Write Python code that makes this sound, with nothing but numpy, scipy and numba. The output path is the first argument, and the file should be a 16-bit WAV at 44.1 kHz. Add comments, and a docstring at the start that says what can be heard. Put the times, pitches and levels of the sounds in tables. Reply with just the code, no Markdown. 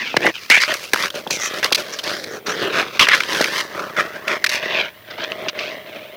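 """Skaters stride over a frozen pond: blades crack, grind and hiss as shaped fracture noise and moving resonances.
The first push-offs are interleaved with footfalls, short falling chirps over the hollow rumble of the ice sheet.
Near three seconds comes the hardest landing; the loudest peaks are limited and clipped.
Scattered strokes and coasting follow. After about 4.6 s the finest fizz dulls, then partly returns,
while the rumble leans towards a singing note. Still air and a faint electronic whine last throughout."""
import sys
import numpy as np
from scipy import signal
from scipy.fft import rfft, irfft, next_fast_len
from scipy.io import wavfile
from scipy.ndimage import uniform_filter1d, minimum_filter1d
from numba import njit

SR = 44100
rng = np.random.default_rng(int(sys.argv[2]) if len(sys.argv) > 2 else 0)


def store_pcm(level_fs):
    """Save levels as 16-bit WAV."""
    pcm = np.round(np.clip(level_fs, -1, 1) * 32767).astype(np.int16)
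    wavfile.write(sys.argv[1], SR, np.atleast_2d(pcm).T)


N = 271656
TIME = np.arange(N) / SR

# colour of grinding ice: frequency_hz, relative_level_db
GRIND_COLOUR = [(500, -23), (780, -8), (1000, 4), (1600, 6.5), (2500, 3), (3300, 6.5), (4200, 2),
                (6000, -28)]
# colour of frost spray: frequency_hz, relative_level_db
SPRAY_COLOUR = [(1800, -12.5), (3000, 8.5), (4000, 19.5), (5000, 16), (6200, 11.5), (7000, 3), (8000, 1),
                (11000, -0.5), (16000, -5.5)]


def from_db(db):
    """Decibels to gain."""
    return 10 ** (np.asarray(db) / 20)


def rms_one(x):
    """Scale to unit rms."""
    return x / np.sqrt(np.mean(x ** 2) + 1e-20)


def in_time(rows):
    """One curve per column, rows joined by straight lines."""
    s, *columns = np.transpose(rows)
    return [np.interp(TIME, s, column) for column in columns]


def drift(rate):
    """Random curve of spread 1 with rate new values a second, joined by straight lines."""
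    values = rng.standard_normal(N // 8)
    return rms_one(np.interp(TIME * rate, np.arange(len(values)), values))


def colour(x, spectrum):
    """Causal (minimum-phase) filter of the given spectrum; white noise keeps its level."""
    size = next_fast_len(N + 8192, True)
    hz, db = np.transpose(spectrum)
    log_hz = np.log(np.fft.rfftfreq(size, 1 / SR) + 1)
    gain = rms_one(from_db(np.interp(log_hz, np.log(hz), db)))
    # folding the cepstrum forward in time gives the minimum phase
    cepstrum = irfft(np.log(gain), size)
    cepstrum[1:size // 2] *= 2
    cepstrum[size // 2 + 1:] = 0
    response = np.exp(rfft(cepstrum))
    return irfft(rfft(x, size) * response, size)[:N]


@njit
def slide(x, pitch, damping):
    """Resonance whose pitch (cycles per sample) may move; gain 1 on top."""
    out, band, low = np.zeros(len(x)), 0., 0.
    for i in range(len(x)):
        g = np.tan(np.pi * pitch[i])
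        v = (band + g * (x[i] + 1e-18 - low)) / (1 + g * (g + damping[i]))
        band, low = 2 * v - band, low + 2 * g * v
        out[i] = damping[i] * v
    return out


def resonate(x, hz, width_hz):
    """A moving resonance, with a wider one after it to steepen its skirts."""
    narrow = slide(x, hz / SR, width_hz / hz)
    return slide(narrow, hz / SR, 2 * width_hz / hz)


def even(x, span_s):
    """Hold the level steady over spans longer than span_s; the grain stays."""
    power = uniform_filter1d(x * x, max(int(span_s * SR), 3))
    return x / np.sqrt(np.abs(power) + 1e-12)


def blend(broad, focused, share):
    """Mix two sounds by shares of power, at a steady level of 1."""
    share = np.clip(share, 0, 1)
    mix = np.sqrt(1 - share) * rms_one(broad) + np.sqrt(share) * rms_one(focused)
    return even(mix, span_s=0.041)


def crumble(rough_db, chips_per_s, chip_db):
    """Frost crushed under a blade: a juddering stream of tiny fractures and a few larger chips."""
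    judder = from_db(rough_db * drift(650))
    stream = rms_one(rng.standard_normal(N) * judder)
    sizes = from_db(3.0 * np.minimum(rng.exponential(1, N), 3.5))
    signs = rng.choice([-1, 1], N)
    chipping = rng.random(N) < chips_per_s / SR
    chips = rms_one(sizes * signs * chipping)
    return rms_one(stream + from_db(chip_db) * chips)


def electronic_whine():
    """A steady, faint high sine tone."""
    pitch_hz, rms_db = 15000, -54
    return from_db(rms_db) * np.sqrt(2) * np.sin(2 * np.pi * pitch_hz * TIME)


def still_air():
    """The quiet outdoor bed: steady noise with a broad colour."""
    # colour of still air: frequency_hz, relative_level_db
    air_colour = [(30, -29), (100, 6), (600, -6.5), (2500, -4), (7000, -20.5), (16000, -11.5)]
    rms_db = -49
    return from_db(rms_db) * colour(rng.standard_normal(N), air_colour)


def chirp(sweep_s, start_hz, fall):
    """Bending waves spread out in the sheet: highs come first, pitch falls, late on as one over time squared."""
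    age = np.arange(int(.06 * SR)) / SR / sweep_s   # in sweep times
    cycles = start_hz * sweep_s * age / (1 + fall * age)
    swell = age * np.exp(-3.2 * age)
    return np.sin(2 * np.pi * cycles) * swell / swell.max()


def ice_sheet(sheet_db):
    """Countless small chirps merge into a rumble; the bending wave that keeps pace with sound in air sings out."""
    # colour of the ice sheet: frequency_hz, relative_level_db
    sheet_colour = [(25, -56), (60, -19), (120, 1), (200, 3.5), (350, 9), (580, 11), (700, 4.5),
                    (850, -4.5), (1300, -26.5)]
    # the note that the ice sheet sings: time_s, pitch_hz, share_of_power (0-1)
    singing = [(0, 213, 0.44), (.5, 457, 0), (.7, 627, 0.8), (.95, 507, 0.06), (1.17, 610, 0.6),
               (1.33, 580, 0), (1.56, 597, 0.32), (2.15, 597, .45), (2.33, 437, 0.27), (2.7, 386, 0.46),
               (2.84, 810, 0.1), (3.0, 505, 0.08), (3.8, 602, .25), (4.6, 620, 0.57), (6.16, 618, 0.64)]
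    note_hz, share = in_time(singing)
    knocks = crumble(rough_db=2.5, chips_per_s=64, chip_db=1.0)
    small_chirp = chirp(sweep_s=0.00865, start_hz=1923.0, fall=2.19)
    spread = signal.fftconvolve(knocks, small_chirp)[:N]
    rumble = even(colour(knocks, sheet_colour) + from_db(-14) * rms_one(spread), span_s=0.0494)
    note = even(resonate(rng.standard_normal(N), note_hz, width_hz=55), span_s=.06)
    return from_db(sheet_db) * blend(rumble, note, share)


def footfalls(scatter, crunch_s, lowest_hz):
    """Each heavy step crunches down unevenly and sends a falling chirp through the sheet."""
    # steps that flex the sheet: start_s, sweep_s (time scale), peak_db (ahead of the low cut)
    steps = [(0.1421, 0.0038, -9.5), (0.166, 0.0071, -1), (0.247, 0.006, -9), (0.273, 0.0067, -9.5),
             (0.291, 0.0044, -21), (0.4991, 0.0061, -10), (0.573, 0.0037, -13), (0.693, 0.0079, -17.5),
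             (0.9335, 0.0061, -9), (0.942, 0.0072, -16), (1.139, 0.01, -29), (1.266, 0.0076, -16),
             (1.303, 0.0107, -19), (1.716, 0.0099, -15), (3.083, 0.005, -13), (3.407, 0.0043, -4),
             (5.183, 0.013, -22), (5.462, 0.017, -23.5)]
    out = np.zeros(N)
    age = TIME[:SR // 100]
    for s, sweep_s, peak_db in steps:
        crunch = np.exp(-age / crunch_s) / np.sqrt(crunch_s * SR / 2)
        force = scatter * rng.standard_normal(len(age)) * crunch
        force[0] = 1   # first impact
        wave = np.convolve(chirp(sweep_s, start_hz=1583, fall=1.447), force)
        start = int(s * SR)
        out[start:start + len(wave)] += from_db(peak_db) * wave / np.abs(wave).max()
    low_cut = signal.butter(2, lowest_hz, "high", fs=SR, output="sos")
    return signal.sosfilt(low_cut, out)


def blade(x, pitch_hz, width_hz, broad_db):
    """A struck blade: a broad crunch and a short ring."""
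    crunch = colour(x, GRIND_COLOUR)
    return resonate(crunch, pitch_hz, width_hz) + from_db(broad_db) * crunch


def cracks(release_s, grind_gain_db, spray_gain_db, snap_db):
    """A landing edge snaps the surface, crushes the ice for a few milliseconds and then lets go."""
    # blades landing and chipping the ice; levels are relative, ahead of the gains above:
    # start_s, length_s, grind_level_db, spray_level_db, pitch_hz
    landings = [(.167, 0.0038, 1.5, -10, 1880), (.265, 0.0073, -8.5, -24, 1800),
                (0.5, 0.0054, -7, -15, 2190), (0.617, 0.0026, -14, -22, 1960),
                (.635, 0.0027, -7, -35, 1870), (.74, 0.0019, -18, -18, 2120), (.934, 0.0024, -1, -11, 1860),
                (0.943, 0.0017, -5.5, -19, 1340), (0.96, .0016, -8.5, -28, 1450),
                (1.103, 0.004, -20.5, -33, 3280), (1.274, .0012, -16, -33, 3030),
                (1.308, 0.0016, -13.5, -16, 1890), (1.629, 0.0025, -11.5, -28, 2220),
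                (1.644, 0.0026, -11, -15, 1540), (1.724, 0.0071, -7.5, -14.5, 2880),
                (1.747, 0.012, -16.5, -15.5, 2520), (1.988, 0.011, -20.5, -30.5, 3230),
                (2.037, 0.0072, -40, -28, 2850), (2.24, 0.0051, -25.5, -28, 2100),
                (2.468, .0096, -25, -28, 1610), (2.994, 0.005, 8.5, -4, 2500),
                (3.045, 0.0027, -10, -28, 2070), (3.069, 0.0048, -10.5, -32, 1750),
                (3.086, 0.0031, 1.5, -12.5, 1800), (3.147, 0.0095, -12, -21, 1690),
                (3.204, 0.004, -8.5, -22, 2110), (3.235, .0019, -12, -25, 2570),
                (3.412, 0.0048, -13, -17, 1680), (3.442, 0.0042, -9, -19, 2350),
                (4.28, 0.0051, -13, -27.5, 2220), (4.328, .0024, -13, -38, 2000),
                (4.442, 0.0056, -6, -15, 1900), (4.463, 0.0085, -14, -21, 2210),
                (4.492, 0.01, -21, -22.5, 1930), (5.24, .0013, -20, -24, 2360),
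                (5.319, 0.00099, -11, -25.5, 2680), (5.484, 0.014, -18, -25, 2700),
                (5.59, 0.0065, -19, -31, 2400)]
    noise = rng.standard_normal(N)
    # the pitch holds through each landing and glides on to the next
    pitch_points = [(s + edge, hz) for s, length, _, _, hz in landings for edge in (0, length)]
    pitch_hz, = in_time(pitch_points)
    grind, spray, snap = np.zeros((3, N))
    age = TIME[:SR // 20]
    for s, length, grind_db, spray_db, _ in landings:
        span = slice(int(s * SR), int(s * SR) + len(age))
        crush = np.exp(-.6 * age / length - np.maximum(age - length, 0) / release_s)
        burst = noise[span] * crush
        burst *= np.sqrt(length * SR / np.sum(burst ** 2))   # energy follows length
        grind[span] += from_db(grind_db + grind_gain_db) * burst
        spray[span] += from_db(spray_db + spray_gain_db) * burst
        snap[span] += from_db(spray_db + snap_db) * noise[span] * np.exp(-age / 0.00024)
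    ring = blade(grind, pitch_hz, width_hz=990, broad_db=-8.5)
    return ring + colour(spray, SPRAY_COLOUR) + snap


def pressure(start, length, crest):
    """The edge catches, the skater leans in up to the crest, eases off and lifts the blade."""
    attack_s, release_s = 0.0019, 0.02
    edge = from_db(-9.5)   # pressure at both ends, against the crest
    lean = max(length - attack_s, 0) * np.clip([0, crest, 1], 0, 1) + start + attack_s
    return np.interp(TIME, [start, *lean, lean[-1] + release_s], [0, edge, 1, edge, 0])


def skating():
    """Strokes add their power to the coasting blades; power also weights the colour of grind and hiss."""
    # a blade pushes off; levels are the stroke's own at its crest, pitch is that halfway through:
    # start_s, length_s, crest (share of length), grind_level_db, spray_level_db, sheet_level_db,
    # grind_pitch_hz, bite (0 broad scrape - 1 narrow rasp), hiss_pitch_hz, hiss_focus (0-1)
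    strokes = [(0, 0.081, 0.2, -28, -36, -37.5, 2200, 1, 4460, 0.1),
               (0.216, 0.085, 0.63, -15, -26.5, -18.5, 1980, 0.9, 3900, .05),
               (0.338, 0.051, 0.32, -26.5, -34, -56, 2650, 0.87, 3900, .05),
               (0.499, 0.089, 0.13, -4, -19, -32, 2190, .99, 4120, 0.6),
               (0.599, 0.056, 0.4, -15, -18.5, -36, 1980, 1, 4670, 0.9),
               (0.677, 0.069, 0.25, -17, -27, -23.5, 2090, 0.82, 4550, 0.8),
               (0.801, 0.096, 0.4, -32.5, -36.5, -53, 2840, 0.6, 4000, .05),
               (0.948, 0.13, .8, -18.5, -24, -31, 1830, 0.7, 4700, 0.3),
               (1.14, 0.066, 0.2, -27, -30, -26.5, 2290, 0.34, 4140, 0.4),
               (1.303, 0.073, 0.08, -22.5, -21, -32.5, 2560, 0.98, 5860, 0.63),
               (1.39, .1, 0.58, -22, -22.5, -55, 2110, 0.2, 5900, 0.82),
               (1.532, 0.074, 0.9, -28.5, -31.5, -30, 1980, .2, 5100, 0.1),
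               (1.627, 0.04, 0.61, -15.5, -21.5, -26.5, 1850, 0.16, 5200, 0.2),
               (1.767, 0.055, 0.43, -22.5, -25, -26, 2360, 0.2, 5500, .07),
               (1.92, 0.037, .3, -30, -28.5, -51, 1840, 0.3, 5830, 1),
               (2.031, 0.16, 0.3, -23, -25.5, -28.5, 1880, 0.04, 4550, 0.64),
               (2.259, 0.13, 0.75, -32.5, -36.5, -30.5, 1580, 0.9, 5870, 0.46),
               (2.459, 0.091, .4, -21, -26, -27, 1700, .55, 5730, 0.7),
               (2.549, 0.12, .65, -24, -27, -48, 2100, 0.1, 4140, 0.8),
               (2.721, 0.11, 0.69, -15, -22, -22.5, 1780, 0.6, 3800, 0.4),
               (3.001, 0.048, 0.16, -5.5, -12, -23, 2710, 0.61, 3640, 0),
               (3.093, 0.061, 0.76, -7.5, -21.5, -35, 1980, 0.77, 4630, 0.6),
               (3.274, 0.27, 0.21, -19.5, -24, -28, 1770, 0.18, 5000, 0),
               (3.519, 0.096, 1, -18, -21.5, -35, 1750, 0.17, 5370, 0),
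               (3.963, 0.053, 0.71, -13, -27, -22.5, 1600, 0.97, 5400, 0.2),
               (4.271, .1, .4, -18.5, -30.5, -24, 1670, 0.97, 5000, 0.6),
               (4.497, 0.092, .48, -18.5, -22.5, -39, 2180, 0.8, 4750, 0),
               (4.697, 0.12, 1, -17, -28, -26, 2450, 0.8, 4500, 1),
               (5.101, .028, .2, -31, -38, -40, 1700, 0.2, 5000, .5),
               (5.178, 0.072, 0.99, -23, -30.5, -31, 2400, 0, 4300, .95),
               (5.581, 0.16, .06, -26, -30.5, -33, 2410, 0.65, 4200, 0.8)]
    # blades running on, around which bumps sway: time_s, grind_level_db, spray_level_db, sheet_level_db
    coasting = [(0, -24, -31, -61), (.2, -33, -38.5, -29.5), (.33, -42.5, -40, -53),
                (.62, -25.5, -30.5, -43), (.91, -43.5, -42, -46), (1.28, -43, -45.5, -39.5),
                (1.45, -29.5, -38.5, -37), (1.9, -42, -44.5, -44), (2.18, -38, -33, -37),
                (2.43, -48, -60, -40.5), (2.62, -28.5, -42, -26.5), (2.92, -35, -40.5, -41),
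                (3.22, -26.5, -29.5, -36), (3.66, -37.5, -40.5, -41), (3.77, -29, -39.5, -32.5),
                (4.2, -33.5, -44, -36.5), (4.42, -37.5, -47, -40), (4.63, -28, -36, -33),
                (4.87, -29, -40.5, -37.5), (4.93, -45.5, -53, -49.5), (5.06, -42.5, -53, -47),
                (5.14, -33.5, -41.5, -35.5), (5.4, -38, -48, -35.5), (5.87, -36, -47, -36.5),
                (6.16, -41, -52, -39)]
    # how the coasting edge is set, pitch ahead of its wander: time_s, grind_pitch_hz, bite (0-1)
    coasting_edge = [(0, 2170, 0.82), (.85, 2200, 0.4), (1.5, 1700, 0.14), (3.3, 1820, .25),
                     (3.75, 1400, 0.94), (4.2, 1530, 0.96), (4.65, 2170, 0.7), (5.1, 1780, .3),
                     (5.9, 2200, 0.54)]
    bumps_db, bumps_per_s = 3, 25   # uneven ice makes the coasting swell and sink
    wander, wander_per_s = 0.064, 15   # share by which the coasting pitch strays, and how often
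    coast_hiss_hz, coast_focus = 4260, 0.12
    pitch_sag = 0.036   # share by which the grind falls over a stroke

    coast_db = in_time(coasting) + bumps_db * drift(bumps_per_s)
    grind, spray, sheet = from_db(coast_db) ** 2   # powers
    # pitch and bite, then hiss pitch and focus, each weighted by power
    rasp = np.array(in_time(coasting_edge)) * grind
    rasp[0] *= np.exp(wander * drift(wander_per_s))
    hiss = np.outer([coast_hiss_hz, coast_focus], spray)
    for start, length, crest, grind_db, spray_db, sheet_db, pitch_hz, bite, hiss_hz, focus in strokes:
        press = pressure(start, length, crest)
        on = press > 0
        crest_gains = from_db([grind_db, spray_db, sheet_db])
        grinding, spraying, flexing = np.outer(crest_gains, press[on]) ** 2
        grind[on] += grinding
        spray[on] += spraying
        sheet[on] += flexing
        progress = np.minimum((TIME[on] - start) / length, 1)
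        sagging_hz = pitch_hz * (1 - pitch_sag * (progress - .5))
        rasp[:, on] += [grinding * sagging_hz, grinding * bite]
        hiss[:, on] += np.outer([hiss_hz, focus], spraying)
    return 10 * np.log10([grind, spray, sheet]), rasp / grind, hiss / spray


def ice_mirror(x, lag_s, sway, share):
    """The ice reflects a late copy, whose lag shifts as the boots move."""
    moving_lag_s = lag_s * np.exp(sway * drift(7))
    return x + share * np.interp(TIME - moving_lag_s, TIME, x)


def gliding(grind_db, spray_db, pitch_hz, bite, hiss_hz, focus):
    """The same fractures drive grind and spray; bite and focus gather them into resonances."""
    fractures = crumble(rough_db=3.0, chips_per_s=160, chip_db=-5.5)
    fractures = ice_mirror(fractures, lag_s=0.001133, sway=0.298, share=0.55)
    rasp = resonate(fractures, pitch_hz, width_hz=740)
    grind = blend(colour(fractures, GRIND_COLOUR), rasp, bite ** 2)
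    shattering = crumble(rough_db=4.0, chips_per_s=90, chip_db=-2.5)   # frost shatters too
    flakes = rms_one(fractures + from_db(-2.0) * shattering)
    hiss = resonate(flakes, hiss_hz, width_hz=1050)
    spray = blend(colour(flakes, SPRAY_COLOUR), hiss, focus ** 2)
    return from_db(grind_db) * grind + from_db(spray_db) * spray


def dull_fizz(x, dullness):
    """Dullness takes away the finest fizz; at none it is lifted a little."""
    low_pass = signal.butter(3, 6300, fs=SR, output="sos")
    body = signal.sosfiltfilt(low_pass, x)
    fizz = x - body
    return body + from_db(3 - 42 * dullness) * fizz


def scene():
    """Skates and ice over still air."""
    # how dull the finest fizz of the blades is: time_s, dullness (0-1)
    fizz_dullness = [(0, 0.44), (.6, 0), (2.3, .13), (2.7, 0.28), (3.3, 0.14), (4.55, 0.12), (4.7, .85),
                     (6.16, 0.26)]
    dullness, = in_time(fizz_dullness)
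    (grind_db, spray_db, sheet_db), (pitch_hz, bite), (hiss_hz, focus) = skating()
    ice = ice_sheet(sheet_db) + footfalls(scatter=0.88, crunch_s=0.003, lowest_hz=109)
    landing = cracks(release_s=0.0027, grind_gain_db=1.0, spray_gain_db=3.5, snap_db=-8.0)
    skates = landing + gliding(grind_db, spray_db, pitch_hz, bite, hiss_hz, focus)
    return (still_air() + ice + dull_fizz(skates, dullness))[None]


def record(dry):
    """A faint electronic whine, a fast limiter with clipped peaks, and the top cut off."""
    x = dry[0] + electronic_whine()
    limit, ceiling, cutoff_hz = 1.05, .76, 16000
    room_left = np.minimum(1, limit / (np.abs(x) + 1e-9))
    x = x * uniform_filter1d(minimum_filter1d(room_left, size=25), size=25)
    x = np.clip(x, -ceiling, ceiling)
    top_cut = signal.ellip(8, .05, 50, cutoff_hz, fs=SR, output="sos")
    return signal.sosfiltfilt(top_cut, x)[None]


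dry = scene()
out = record(dry)
store_pcm(out)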